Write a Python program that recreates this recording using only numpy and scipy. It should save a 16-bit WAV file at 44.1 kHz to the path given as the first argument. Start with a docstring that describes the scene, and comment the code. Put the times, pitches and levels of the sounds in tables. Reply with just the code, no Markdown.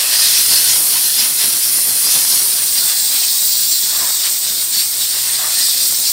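"""A hot-water washer gun sprays steam into an empty engine bay in a garage, heard close by in near mono.
The nozzle is shaped noise whose peak slides with its aim. The jet's noise and drops sizzle and drum on metal.
Narrow noise bands whistle over edges and a low band rushes into hollows.
Behind it run-off splashes, low air noise rumbles and buffets, and a faint sine motor hum dips and climbs."""
import sys
import numpy as np
from scipy import signal
from scipy.fft import rfft, irfft, next_fast_len
from scipy.io import wavfile
from scipy.ndimage import uniform_filter1d, minimum_filter1d, map_coordinates

SR = 44100
rng = np.random.default_rng(int(sys.argv[2]) if len(sys.argv) > 2 else 0)


def wrap_up_sound(samples):
    """Save the sound to the file named by the first command line argument, as 16-bit audio."""
    columns = np.atleast_2d(samples).T
    # keep every value between -1 and 1, then stretch to whole-number steps
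    tamed = np.clip(columns, -1, 1)
    steps = np.round(tamed * 32767).astype(np.int16)
    wavfile.write(sys.argv[1], SR, steps)


N = 269892

# Levels over time come before the trims and flickers that each source adds.
# Spectra give relative level per Hz. Resonance widths are from the centre to -6 dB.

# Slow path of the gun round the bay: [t/s, nozzle hiss level/dB, sizzle level/dB, drumming level/dB]
GUN_SWEEP = [(0, -16, -21.5, -29), (.07, -15.5, -22.5, -30.5), (.16, -14.5, -20, -29),
             (.62, -13.5, -20, -29.5), (.88, -13.5, -20, -33), (1.08, -15, -21.5, -32),
             (1.8, -15, -24, -34), (2.25, -13.7, -22, -34.5), (2.55, -15, -22.5, -36),
             (3.1, -16.5, -21.5, -36.5), (3.7, -16, -19, -35.5), (4.15, -16.5, -22, -36),
             (4.5, -18, -23, -36.5), (4.95, -17.5, -23.5, -36.5), (5.2, -16.5, -23, -32),
             (5.43, -17, -24.5, -34), (5.62, -15, -18, -31), (6.12, -16, -23, -39)]
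# Peak of the nozzle spectrum: [t/s, f/Hz]
NOZZLE_PEAK = [(0, 8900), (.45, 8800), (.95, 9260), (1.6, 9150), (2.35, 9070), (2.6, 9000), (2.85, 8530),
               (3.4, 8600), (3.85, 8420), (4.25, 8480), (4.6, 8600), (5.45, 8700), (6.12, 8600)]
# Turning of the gun: [t/s, side-on share 0-1, fine mist level/dB]
GUN_TURN = [(0, 0.47, -36), (.2, 0.77, -28), (1.2, 0.7, -30), (2.3, 0.84, -29), (2.7, 0.4, -23),
            (3.1, 0.24, -23), (3.6, 0.2, -21), (4.2, 0.1, -26), (4.6, 0.15, -27), (5.3, 0.2, -29),
            (5.7, 0.12, -32), (6.12, 0.2, -24)]
# Nozzle hiss with the gun seen side-on: [f/Hz, level/dB]
HISS_SIDE_ON = [(3000, -53), (5500, -4), (6600, -11.5), (8000, -3.5), (8700, -2), (9200, 4.5), (10100, 1.5),
                (11300, 1), (12500, 1), (13800, -3.5), (16000, -11)]
# Nozzle hiss with the gun pointing down into the bay: [f/Hz, level/dB]
HISS_DOWNWARD = [(3000, -66), (5500, -6.5), (6400, -8), (7500, -1), (8100, 2), (8550, 5), (9200, -1),
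                 (9900, -15.5), (10700, -11.5), (11700, -4.5), (13500, -3.5), (16000, -7)]
# Finest hiss of the steam: [f/Hz, level/dB]
MIST_SPECTRUM = [(11000, -28), (13500, -2), (14500, 3), (15400, 9), (16000, -8)]
# Gun spits harder and throws a puff of air: [t/s, length/s, change of hiss level/dB]
SPURT_EVENTS = [(.535, 0.054, 2.5), (.79, 0.1, 1), (1.47, .06, 1), (1.76, .05, 1.4), (2.32, .07, 0),
                (3.15, 0.052, 2.5), (3.43, 0.071, 2), (3.86, 0.04, 1), (4.315, 0.045, 2.3),
                (4.47, .05, -0.5), (4.62, 0.046, 0.5), (4.79, 0.046, 2.5), (5.02, 0.042, 1),
                (5.87, 0.084, 2)]
# Jet lands squarely on a panel: [t/s, length/s, change of sizzle level/dB, change of drumming level/dB]
PANEL_HITS = [(.14, 0.047, 3.5, 3.5), (.26, 0.12, 4, 2), (.365, 0.11, 2.5, 3.5), (.555, 0.1, 4.5, 3),
              (.715, 0.053, 0, 4.5), (.96, 0.047, -0.5, 6), (1.045, .04, 2.5, -1.5), (1.215, .09, 3, 6.5),
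              (1.425, .06, 3, 7), (1.63, .08, 2.5, 0.5), (2.14, 0.14, 3.5, 4.5), (2.34, .11, 4, 2.5),
              (2.61, 0.082, -1.5, 4.5), (2.77, 0.056, 1.5, 4), (2.905, .06, 2, 7.5), (3.15, 0.065, 0, 7.5),
              (3.235, 0.031, 1, 7), (3.31, .05, 1.5, -1), (4.26, 0.051, 2, 6.5), (4.495, .06, 2, 2.5),
              (4.745, .04, 4.5, 3.5), (4.805, 0.045, 4, 6), (5.025, .07, 3.5, 1.5),
              (5.68, 0.088, 1.5, -2.5), (5.8, .05, -0.5, 0), (6.075, 0.065, 4, 3)]
# Jet slips past the metal into a gap: [t/s, length/s, drop of impact level/dB]
GAP_MISSES = [(.46, 0.054, 0), (.85, 0.076, 3), (1.33, .08, 2), (1.49, .03, -1), (4.4, 0.049, 4.5),
              (4.555, .03, 1), (4.69, 0.049, 3.5), (4.93, .09, 2.5), (5.99, 0.037, 0)]
# Sizzle of the jet sweeping across the bay: [f/Hz, level/dB]
SIZZLE_SWEEPING = [(1500, -45), (2900, -13.5), (3350, -8), (3750, -15.5), (4150, 1), (4600, -1.5),
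                   (5000, 1.5), (5400, 0.5), (5850, -1), (6300, -4), (7200, -6), (10000, -39)]
# Sizzle of the jet pointing down into the bay: [f/Hz, level/dB]
SIZZLE_DOWNWARD = [(1500, -35), (3000, -24.5), (3400, -7), (3800, -2), (4250, -1.5), (4600, 1.5),
                   (5000, -1), (5400, -1), (5850, -4), (6250, -10), (7200, -6), (10000, -30)]
# Panel resonances: [f/Hz, width/Hz, level/dB]
PANEL_MODES = [(1020, 250, -16), (1700, 430, -4.5), (2024, 460, -1), (2603, 270, 2), (3030, 300, 1),
               (3430, 330, 3.5), (4110, 570, 3.5)]
# Jet sings over an edge or a hole: [t/s, length/s, f/Hz, full width at -6 dB/Hz, level/dB]
EDGE_WHISTLES = [(0.195, .035, 5050, 350, -24), (0.257, .03, 4100, 600, -24), (0.383, 0.02, 5800, 650, -18),
                 (.42, .06, 11300, 400, -27), (0.45, 0.035, 5050, 260, -26), (0.544, 0.039, 4350, 500, -22),
                 (0.576, .025, 5240, 400, -22), (.70, 0.042, 5540, 450, -22),
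                 (0.706, 0.041, 6900, 700, -24), (1.195, 0.024, 5000, 350, -19),
                 (1.87, .07, 13300, 400, -29), (2.075, .025, 5080, 350, -21.5),
                 (2.144, 0.038, 5970, 900, -26), (2.15, 0.045, 3630, 600, -28), (3.47, .08, 7750, 350, -27),
                 (3.62, .05, 10100, 350, -30), (3.732, .07, 7490, 350, -24.5),
                 (4.783, 0.042, 4450, 380, -23), (4.793, .05, 11500, 600, -28),
                 (5.019, .035, 3830, 480, -26)]
# Jet dips into a hollow of the body: [t/s, length/s, level/dB]
HOLLOW_DIPS = [(0.07, 0.066, -36), (0.532, 0.037, -31), (4.02, 0.15, -32.5), (4.245, 0.11, -41.5),
               (5.168, 0.045, -34.5), (5.279, 0.087, -40.5), (5.41, 0.042, -34), (5.463, 0.047, -30)]
# Resonances of the hollows: [f/Hz, width/Hz, level/dB]
CAVITY_MODES = [(680, 83, -2.5), (786, 150, -5.5), (1010, 100, 2), (1200, 160, -1), (1760, 350, -0.5)]
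# Draught and run-off over time: [t/s, air rumble level/dB, splashing level/dB]
DRAUGHT_AND_RUNOFF = [(0, -55, -34.5), (.17, -45, -38.5), (.78, -43.5, -37), (1.12, -46.5, -41.5),
                      (2.35, -44, -39), (2.9, -48, -42), (3.3, -52.5, -44), (3.75, -48.5, -48),
                      (4.0, -47.5, -39), (4.23, -54.5, -44), (4.5, -48, -44), (5.1, -53, -45.5),
                      (5.4, -51, -40), (5.85, -49, -44), (6.12, -45, -44)]
# Rumble of the stirred air: [f/Hz, level/dB]
RUMBLE_SPECTRUM = [(40, -45), (70, -11), (105, -3), (150, -3.5), (250, -1), (400, -3.5), (700, -14.5),
                   (1500, -52)]
# Deep buffeting of the air: [f/Hz, level/dB]
BUFFET_SPECTRUM = [(10, -40), (25, -14), (35, -6), (50, 1), (80, 4), (120, -3), (200, -28)]
# Splashing run-off water: [f/Hz, level/dB]
SPLASH_SPECTRUM = [(150, -29), (400, -6.5), (700, 0), (1050, 1.5), (1400, -1), (2200, -1.5), (4000, -39)]
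# Motor hum: [t/s, f/Hz, level/dB]
MOTOR_HUM = [(0, 110, -63), (2.4, 104.7, -61), (2.85, 112, -58), (3.4, 110, -69), (3.72, 103, -53),
             (3.88, 92.6, -66), (4.45, 100, -62), (4.85, 109, -57.5), (5.2, 115, -50), (5.53, 121, -53),
             (5.68, 122, -70), (6.12, 120, -69)]
# Two resonances, leaning left and right, that open up the stereo image: [f/Hz, width/Hz, level/dB]
STEREO_MODES = [(1870, 98, -19), (9270, 220, -8.5)]

HISS_PER_SIZZLE, SPLASH_PER_DRUM = 0.2, 0.14  # dB gained by hiss and splashing per dB of impact
AIR_PER_SPURT = 1.9  # dB of rumble per dB of spurt
BUFFET_DB, BUFFET_AT_DB = -63.5, -47.5  # buffet level, and the rumble curve's level where it applies
BUFFET_GROWS = 1.85  # dB of buffet per dB of rumble
MIST_PATCHY_DB = 2  # unevenness of the finest hiss
DROPS_PER_S, DROP_SPREAD_DB = 1500, 2  # drops in the jet and their scatter in strength
SPUTTER_PER_S = 80  # random knots a second in the jet's flicker
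TOP_HZ = 15780  # nothing is left from here up


def amp(db):
    """Decibels to gain."""
    return 10 ** (np.asarray(db) / 20)


def unit(x):
    """Scale to rms 1."""
    return x / np.sqrt(np.mean(x ** 2) + 1e-20)


def clock():
    """The time of every sample in seconds."""
    return np.arange(N) / SR


def curves(rows):
    """One value per sample for each column after the time."""
    s, *cols = np.transpose(rows)
    return [np.interp(clock(), s, col) for col in cols]


def swell(s, length):
    """A smooth bell-shaped rise and fall around time s."""
    return np.exp(-2 * ((clock() - s) / length) ** 2)


def passes(rows):
    """For each dB column after time and length, the sum of round-shouldered plateaus."""
    s, length, *cols = np.transpose(rows)
    offset = 2 * (clock() - s[:, None]) / length[:, None]
    shapes = 1 / (1 + offset ** 4)  # length spans the half-height points
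    return [db @ shapes for db in cols]


def wobble(rate):
    """A smooth random curve, rate knots a second."""
    knots = rng.standard_normal(int(N * rate / SR) + 4)
    return map_coordinates(knots, [clock() * rate])


def colour(points):
    """The response through (Hz, dB) points on a log frequency axis."""
    f, db = np.transpose(points)
    return lambda hz: amp(np.interp(np.log(hz + 1), np.log(f), db))


def resonances(modes):
    """The response of (Hz, width, dB) modes with steep skirts, summed in power."""
    return lambda hz: np.sqrt(sum(amp(db) ** 2 / (1 + ((hz - c) / w) ** 2) ** 2 for c, w, db in modes))


def filtered(x, response):
    """x shaped by a response over frequency."""
    m = next_fast_len(N + SR // 4)
    return irfft(rfft(x, m) * response(np.fft.rfftfreq(m, 1 / SR)), m)[..., :N]


def turbulence(patchy_db, patch_hz=300, patch_s=.06):
    """White noise whose strength varies in patches of time and frequency."""
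    hz, t, z = signal.stft(rng.standard_normal(N), SR, nperseg=1024)
    rows, cols = np.meshgrid(hz / patch_hz, t / patch_s, indexing="ij")
    patches = map_coordinates(rng.standard_normal((400, 420)), [rows, cols], order=1)
    return signal.istft(z * amp(patchy_db * unit(patches)), nperseg=1024)[1][:N]


def drops(rate, spread_db):
    """Random clicks of either sign, mostly weak and a few strong."""
    falls = rng.random(N) < rate / SR
    size = np.minimum(rng.standard_exponential(N), 5)
    return unit(falls * amp(spread_db * size) * rng.choice([-1, 1], N))


def aimed(spectrum, peak_hz):
    """Nozzle noise whose spectrum slides so that its highest point sits at peak_hz."""
    noise = turbulence(patchy_db=1.5, patch_hz=260, patch_s=.06)
    hz, t, z = signal.stft(noise, SR, nperseg=512)
    own_peak_hz = max(spectrum, key=lambda point: point[1])[0]
    slide = own_peak_hz / np.interp(t, clock(), peak_hz)
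    shaped = z * colour(spectrum)(hz[:, None] * slide)
    return unit(signal.istft(shaped, nperseg=512)[1][:N])


def nozzle(hiss_db):
    """Escaping steam hisses; turning the gun crossfades two colours, slides their peak and varies the mist."""
    peak_hz, = curves(NOZZLE_PEAK)
    share, mist_db = curves(GUN_TURN)
    share = np.clip(share, 0, 1)
    side_on = np.sqrt(share) * aimed(HISS_SIDE_ON, peak_hz)
    downward = np.sqrt(1 - share) * aimed(HISS_DOWNWARD, peak_hz)
    mist = unit(filtered(turbulence(patchy_db=MIST_PATCHY_DB), colour(MIST_SPECTRUM)))
    hiss_gain = amp(hiss_db - 0.04 + 0.53 * wobble(70))
    return hiss_gain * (side_on + downward) + amp(mist_db + 1.5) * mist


def impact(sizzle_db, drum_db):
    """The sputtering jet and its drops excite sheet metal: a bright sizzle and resonant panel drumming."""
    share = np.clip(curves(GUN_TURN)[0], 0, 1)
    sputter = wobble(SPUTTER_PER_S)
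    patter = drops(rate=DROPS_PER_S, spread_db=DROP_SPREAD_DB)
    spray = turbulence(patchy_db=2.0, patch_hz=256, patch_s=.035) + 0.54 * patter
    across = unit(filtered(spray, colour(SIZZLE_SWEEPING)))
    down = unit(filtered(spray, colour(SIZZLE_DOWNWARD)))
    sizzle = share * across + (1 - share) * down
    pressure = turbulence(patchy_db=2.0, patch_hz=180.8, patch_s=0.066) + .5 * patter
    drum = unit(filtered(pressure, resonances(PANEL_MODES)))
    sizzle_gain = amp(sizzle_db + 0.5 + 1.0 * sputter)
    drum_gain = amp(drum_db + 3.5 + 0.52 * sputter)
    return sizzle_gain * sizzle + drum_gain * drum


def edges():
    """Brief narrow bands of noise whistle where the jet is split by an edge."""
    flow = rng.standard_normal(N)
    whistles = np.zeros(N)
    for s, length, hz, width, db in EDGE_WHISTLES:
        tone = unit(filtered(flow, resonances([(hz, width / 2, 0)])))
        whistles += amp(db + 4.0) * swell(s, length) * tone
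    return whistles


def hollows():
    """Turbulence excites cavity resonances: a low rush each time the jet blows into a recess."""
    blow = sum(amp(db) * swell(s, length) for s, length, db in HOLLOW_DIPS)
    rush = filtered(turbulence(patchy_db=3.0, patch_hz=108), resonances(CAVITY_MODES))
    return blow * unit(rush)


def air(rumble_db):
    """Stirred air rumbles, and buffets more steeply the stronger it blows; also returns its gust curve."""
    gust = wobble(25)
    rumble = unit(filtered(rng.standard_normal(N), colour(RUMBLE_SPECTRUM)))
    buffet = unit(filtered(rng.standard_normal(N), colour(BUFFET_SPECTRUM)))
    buffet_db = BUFFET_DB + BUFFET_GROWS * (rumble_db - BUFFET_AT_DB)
    rumble_gain = amp(rumble_db + 1.2 + 2.0 * gust)
    return rumble_gain * rumble + amp(buffet_db + 4.3 * wobble(16)) * buffet, gust


def splashing(splash_db, gust):
    """Run-off water splashes down as patchy noise and sparse drops, its level swaying with the gusts."""
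    water = turbulence(patchy_db=3.0, patch_hz=127) + 0.66 * drops(rate=250, spread_db=4)
    splash = unit(filtered(water, colour(SPLASH_SPECTRUM)))
    return amp(splash_db + 2.3 + 1.0 * gust) * splash


def motor():
    """A distant motor hums as one sine with drifting speed."""
    hz, db = curves(MOTOR_HUM)
    hum = np.sin(2 * np.pi * np.cumsum(hz) / SR)
    return amp(db + 1.1 * wobble(8)) * unit(hum)


def bay(x, echo_db, longest_s, drift_s, count=12):
    """Metal walls return short echoes; their drifting delays send fine ripples wandering through the hiss."""
    gain, sound = amp(echo_db), x
    for delay in rng.uniform(longest_s / 10, longest_s, count):
        path_s = delay + drift_s * wobble(2)
        sound = sound + gain * map_coordinates(x, [(clock() - path_s) * SR], order=2)
    return sound / np.sqrt(1 + count * gain ** 2)


def stereo(mid):
    """Near mono: two resonances of opposite sign form a side signal, tilting level and phase between channels."""
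    def mode(hz, centre, width, db):
        return amp(db) / (1 + 1j * (hz - centre) / width) ** 2
    left, right = STEREO_MODES
    side = filtered(mid, lambda hz: mode(hz, *left) - mode(hz, *right))
    return np.array([mid + side, mid - side])


def scene():
    """Hits, misses and spurts ride on the gun's slow sweep; the jet echoes in the bay over air, water and motor."""
    hiss_db, sizzle_db, drum_db = curves(GUN_SWEEP)
    rumble_db, splash_db = curves(DRAUGHT_AND_RUNOFF)
    miss, = passes(GAP_MISSES)
    spurt, = passes(SPURT_EVENTS)
    sizzle_rise, drum_rise = passes(PANEL_HITS) - miss
    jet = nozzle(hiss_db + spurt + HISS_PER_SIZZLE * sizzle_rise)
    jet = jet + impact(sizzle_db + sizzle_rise, drum_db + drum_rise) + edges()
    moving_air, gust = air(rumble_db + AIR_PER_SPURT * spurt)
    around = moving_air + splashing(splash_db + SPLASH_PER_DRUM * drum_rise, gust)
    in_bay = bay(jet, echo_db=-21, longest_s=.012, drift_s=.0001)
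    return stereo(in_bay + hollows() + around + motor())


def record(dry):
    """A quick limiter eases the highest peaks; then the lowest bass is cut and all from TOP_HZ up removed."""
    needed = 1 / np.maximum(np.abs(dry).max(axis=0) / .97, 1)
    gain = uniform_filter1d(minimum_filter1d(needed, size=121), size=101)  # sizes in samples
    bass_cut = colour([(15, -24), (30, -8), (60, 0)])
    return filtered(dry * gain, lambda hz: bass_cut(hz) * (hz < TOP_HZ))


dry = scene()
out = record(dry)
wrap_up_sound(out)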